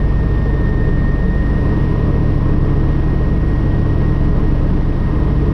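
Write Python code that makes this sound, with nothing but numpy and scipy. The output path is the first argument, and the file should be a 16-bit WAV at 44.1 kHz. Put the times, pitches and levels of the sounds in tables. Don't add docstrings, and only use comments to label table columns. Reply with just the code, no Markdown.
import sys
import numpy as np
from scipy import signal
from scipy.fft import rfft, irfft
from scipy.io import wavfile
from scipy.ndimage import uniform_filter1d, minimum_filter1d

SR = 44100
rng = np.random.default_rng(int(sys.argv[2]) if len(sys.argv) > 2 else 0)


def unload_wav(signal):
    wavfile.write(
        sys.argv[1],
        SR,
        np.round(np.clip(np.atleast_2d(signal).T, -1, 1) * 32767).astype(np.int16),
    )


N = 243873
TIME = np.arange(N) / SR

# (frequency [Hz], density [dB per Hz])
WASH_SPECTRUM = [(8, -63), (30, -45.5), (60, -47), (110, -55.5), (170, -44.5), (215, -49.5), (255, -59.5),
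                 (330, -58), (390, -55), (440, -55), (560, -62), (750, -69.5), (1200, -79.5), (5000, -160)]
BOOM_SPECTRUM = [(120, -97), (245, -54), (280, -53), (315, -48.5), (350, -53), (420, -71.5), (700, -100),
                 (2000, -160)]
PANEL_SPECTRUM = [(600, -100), (880, -71), (1050, -64), (1250, -70.5), (1600, -100), (3000, -160)]
ROAR_SPECTRUM = [(200, -90), (750, -66), (1100, -70.5), (1450, -73), (2000, -75.5), (2330, -81),
                 (2900, -80.5), (4000, -87.5), (5600, -90.5), (6500, -104.5), (7600, -108), (10400, -103.5),
                 (13200, -109.5), (15700, -123)]
# (frequency [Hz], width [Hz], lift [dB])
CABIN_RESONANCES = [(131.4, 8.4, -5.5), (184, 17, 3.5), (301.7, 43, 4.5), (425.7, 61, 5.5), (497, 16, 0),
                    (581, 44, 5), (618, 6.8, 4.5), (687, 11, 4), (990, 170, 2), (1254, 28, 2.5),
                    (1640, 48, 4.5), (2160, 70, 3.5), (3670, 77, 0.5)]
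# (time [s], level [dB])
GUST_LEVELS = [(.1, -0.5), (.8, 0), (1.32, -0.9), (1.7, 1.4), (2.35, .2), (2.85, 0.6), (3.3, -0.56),
               (4.1, 1), (4.8, -0.9), (5.25, 0.1)]
# (peak time [s], half length [s], lift [dB])
PANEL_BUZZES = [(2.1, .12, 3), (2.46, .09, 3.5), (5.2, .14, 3)]
# (time [s], whistle pitch [Hz])
WHISTLE_PITCH = [(.38, 7840), (1.55, 8228), (2.5, 7995), (3.47, 8162), (4.77, 7950), (5.53, 8035)]
# (time [s], gear mesh pitch [Hz])
MESH_PITCH = [(0, 1847), (.68, 1842.5), (1.85, 1866.5), (2.5, 1865), (3.82, 1878), (5.15, 1870.5)]
# (pitch at mean speed [Hz], level [dB])
ACCESSORY_TONES = [(180, -33.5), (232.8, -36.5), (258.9, -39), (333.9, -40.5), (645.5, -46), (1544, -65.5),
                   (1670.8, -61.5), (2489.6, -65.5), (2522.4, -63), (3730, -72.5), (4160, -73.5)]
# (time [s], level [dB])
WHINE_LEVELS = [(.15, -40), (.72, -35), (1.5, -35), (1.95, -41.5), (2.85, -44), (3.2, -40.5), (4.2, -42),
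                (4.75, -49.5), (5.1, -43.5)]
# (multiple, relative level [dB])
SHAFT_HARMONICS = [(1, 0.5), (2, -16.5), (3, -14), (5, -21)]
TAIL_HARMONICS = [(1, -0.5), (2, -0.5), (3, -18), (4, -11.5), (6, -21.5), (8, -42.5), (9, -30.5),
                  (10, -32.5)]
# (multiple of the turn rate, level [dB])
ROTOR_HARMONICS = [(7, -45.5), (12, -35), (20, -31.5), (24, -35), (25, -45), (28, -31.5), (32, -38),
                   (36, -38)]
# (time [s], blade-pass level [dB], octave level [dB])
THROB_LEVELS = [(0, -20, -15.5), (.42, -24.5, -17.5), (.9, -16.5, -19.5), (1.5, -21, -16),
                (1.72, -19.5, -26.5), (2.15, -19.5, -21.5), (2.5, -15, -26), (2.95, -16.5, -23),
                (3.48, -20.5, -16), (4.05, -18, -30), (4.3, -15, -20), (4.95, -17, -22.5), (5.25, -24, -17)]

BLADES = 4
MAIN_RATIO, TAIL_RATIO, SHAFT_RATIO = 284.95, 26.214, 18.222
FLIGHT_PERCENT = .15


def gain_of(db):
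    return 10 ** (np.asarray(db) / 20)


def unit_rms(x):
    return x / np.sqrt(np.mean(x ** 2) + 1e-20)


def envelopes(rows):
    times, *columns = np.transpose(rows)
    return [np.interp(TIME, times, column) for column in columns]


def glide(rows):
    times, hz = np.transpose(rows)
    points = np.arange(len(times))
    step = np.interp(TIME, times, points)
    eased = np.floor(step) + np.sin(np.pi / 2 * (step % 1)) ** 2
    return np.interp(eased, points, hz)


def percent_fast(speed):
    return 100 * (speed / speed.mean() - 1)


def wander(rate_hz):
    count, span_s = 16384, 2 * TIME[-1]
    hz = np.fft.rfftfreq(count, span_s / count)
    slow = irfft(rfft(rng.standard_normal(count)) * np.exp(-(hz / rate_hz) ** 2))
    return unit_rms(np.interp(TIME, np.linspace(0, span_s, count), slow))


def tone(cycles, rms_db, drift_rad):
    return np.sqrt(2) * gain_of(rms_db) * np.sin(2 * np.pi * (cycles + rng.random()) + drift_rad)


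def cabin_noise(spectrum, patchy_db, trim_db, frame=1024):
    hz = np.fft.rfftfreq(N, 1 / SR)
    corner_hz, corner_db = np.transpose(spectrum)
    colour_db = np.interp(np.log(hz + 1), np.log(corner_hz + 1), corner_db) + trim_db
    for centre, width, lift in CABIN_RESONANCES:
        colour_db += lift / (1 + (2 * (hz - centre) / width) ** 4)
    grains = signal.stft(rng.standard_normal(N), nperseg=frame)[2]
    patches = uniform_filter1d(rng.standard_normal(grains.shape), size=9, axis=0)
    patches = unit_rms(uniform_filter1d(patches, size=8, axis=1))
    air = unit_rms(signal.istft(grains * gain_of(patchy_db * patches), nperseg=frame)[1][:N])
    return irfft(rfft(air) * gain_of(colour_db), N) * np.sqrt(SR / 2)


def swell(speed_percent, db_per_percent, gust_share, waver_db):
    gust_db, = envelopes(GUST_LEVELS)
    speed_db = db_per_percent * np.minimum(speed_percent, FLIGHT_PERCENT)
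    return gain_of(speed_db + gust_share * gust_db + waver_db * wander(2.0))


def panel_buzz():
    return gain_of(sum(db * np.exp(-((TIME - peak) / half) ** 2) for peak, half, db in PANEL_BUZZES))


def airflow(blade_passes, speed_percent, low_chop=.042, high_chop=.074):
    pulse = np.cos(2 * np.pi * blade_passes + .5 * wander(1.4))
    wash = cabin_noise(WASH_SPECTRUM, patchy_db=0, trim_db=.36)
    wash *= swell(speed_percent, db_per_percent=-.7, gust_share=.93, waver_db=.77)
    boom = cabin_noise(BOOM_SPECTRUM, patchy_db=.56, trim_db=-.2)
    boom *= swell(speed_percent, db_per_percent=3.8, gust_share=.7, waver_db=.5)
    panel = cabin_noise(PANEL_SPECTRUM, patchy_db=.7, trim_db=-.4) * panel_buzz()
    panel *= swell(speed_percent, db_per_percent=1.3, gust_share=.8, waver_db=.5)
    roar = cabin_noise(ROAR_SPECTRUM, patchy_db=.17, trim_db=.71)
    roar *= swell(speed_percent, db_per_percent=.3, gust_share=.65, waver_db=-.07)
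    return (wash + boom) * (1 + low_chop * pulse) + (panel + roar) * (1 + high_chop * pulse)


def turbine_whistle(hz, base_db=-80, db_per_percent=1.0, crest_db=8, full_crest_percent=1.2,
                    steady_hz_per_s=110, flicker_db=2.7):
    speed_percent = percent_fast(hz)
    steady = np.exp(-(np.gradient(hz) * SR / steady_hz_per_s) ** 2)
    crest = steady * np.clip(speed_percent / full_crest_percent, 0, 1)
    level_db = base_db + db_per_percent * speed_percent + crest_db * crest + flicker_db * wander(15)
    blur_rad = .6 + .7 * (1 - steady)
    return tone(np.cumsum(hz) / SR, level_db, blur_rad * wander(40))


def accessories(mesh_cycles, drift_rad=.55):
    geared_time = mesh_cycles / mesh_cycles[-1] * TIME[-1]
    return sum(tone(hz * geared_time, db, drift_rad * wander(3.9)) for hz, db in ACCESSORY_TONES)


def mesh_flutter(rotor_turns, torque_peak_s=1.43, rise_s=.04, fade_s=.25, rest_rad=.14, burst_rad=.9):
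    since = np.maximum(TIME - torque_peak_s, 0)
    burst = np.minimum(since / rise_s, 1) * np.exp(-(since / fade_s) ** 2)
    return (rest_rad + burst_rad * burst) * np.sin(2 * np.pi * BLADES * rotor_turns + wander(8.7))


def gearbox_whine(mesh_cycles, rotor_turns, octave_db=-27, roughness=.21, waver_db=.8, per_turn_db=1.0):
    envelope_db, = envelopes(WHINE_LEVELS)
    flutter = mesh_flutter(rotor_turns)
    unsteady = gain_of(np.median(envelope_db) - envelope_db) ** .7
    swell_db = per_turn_db * np.sin(2 * np.pi * rotor_turns + .5 * wander(2.0)) + waver_db * wander(25)
    level_db = envelope_db + unsteady * swell_db - 4 * flutter ** 2
    whine = tone(mesh_cycles, level_db, flutter + roughness * wander(50))
    whine *= 1 + roughness * unsteady * wander(63)
    return whine + tone(2 * mesh_cycles, level_db + octave_db, 2 * flutter)


def drone(cycles, base_db, harmonics, jitter_rad, waver_db, gust_share):
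    gust_db, = envelopes(GUST_LEVELS)
    level_db = base_db + gust_share * gust_db + waver_db * wander(1.3)
    return sum(tone(k * cycles, level_db + db, jitter_rad * k * wander(2.4)) for k, db in harmonics)


def drive_shaft(turns):
    return drone(turns, -24, SHAFT_HARMONICS, jitter_rad=.19, waver_db=1.86, gust_share=.81)


def tail_rotor(blade_passes, speed_percent, base_db=-21.5, db_per_percent=-.04):
    level_db = base_db + db_per_percent * speed_percent
    return drone(blade_passes, level_db, TAIL_HARMONICS, jitter_rad=.061, waver_db=.83, gust_share=1.3)


def main_rotor(turns, drift_rad=.34, drift_hz=.8, harmonic_drift_rad=.6):
    throb_db, octave_db = envelopes(THROB_LEVELS)
    throb = tone(BLADES * turns, throb_db, drift_rad * wander(drift_hz))
    octave = tone(2 * BLADES * turns, octave_db, 2 * drift_rad * wander(drift_hz))
    harmonics = sum(tone(k * turns, db, harmonic_drift_rad * wander(4.0)) for k, db in ROTOR_HARMONICS)
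    return throb + octave + harmonics


def scene():
    mesh_hz = glide(MESH_PITCH)
    mesh_cycles = np.cumsum(mesh_hz) / SR
    speed_percent = percent_fast(mesh_hz)
    rotor_turns = mesh_cycles / MAIN_RATIO
    tail = tail_rotor(mesh_cycles / TAIL_RATIO, speed_percent)
    shaft = drive_shaft(mesh_cycles / SHAFT_RATIO)
    throb = main_rotor(rotor_turns)
    gears = gearbox_whine(mesh_cycles, rotor_turns) + accessories(mesh_cycles)
    whistle = turbine_whistle(glide(WHISTLE_PITCH))
    air = airflow(BLADES * rotor_turns, speed_percent)
    return (throb + tail + shaft + gears + whistle + air)[None]


def limiter(x, threshold_db=-5.5, slope=.55, recovery_db_per_s=40, window=300):
    over_db = np.maximum(20 * np.log10(abs(x).max(0) + 1e-9) - threshold_db, 0)
    held_db = -minimum_filter1d(-slope * over_db, window)
    recovery_db = recovery_db_per_s * TIME
    duck_db = np.maximum.accumulate(held_db + recovery_db) - recovery_db
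    return x / gain_of(uniform_filter1d(duck_db, window))


def record(dry, input_db=-.19, cutoff_hz=15750):
    limited = limiter(dry * gain_of(input_db))
    fades = signal.windows.tukey(N, .001)
    lowpass = signal.firwin(511, cutoff_hz, window=("kaiser", 9), fs=SR)
    return signal.oaconvolve(limited * fades, lowpass[None], "same")


dry = scene()
out = record(dry)
unload_wav(out)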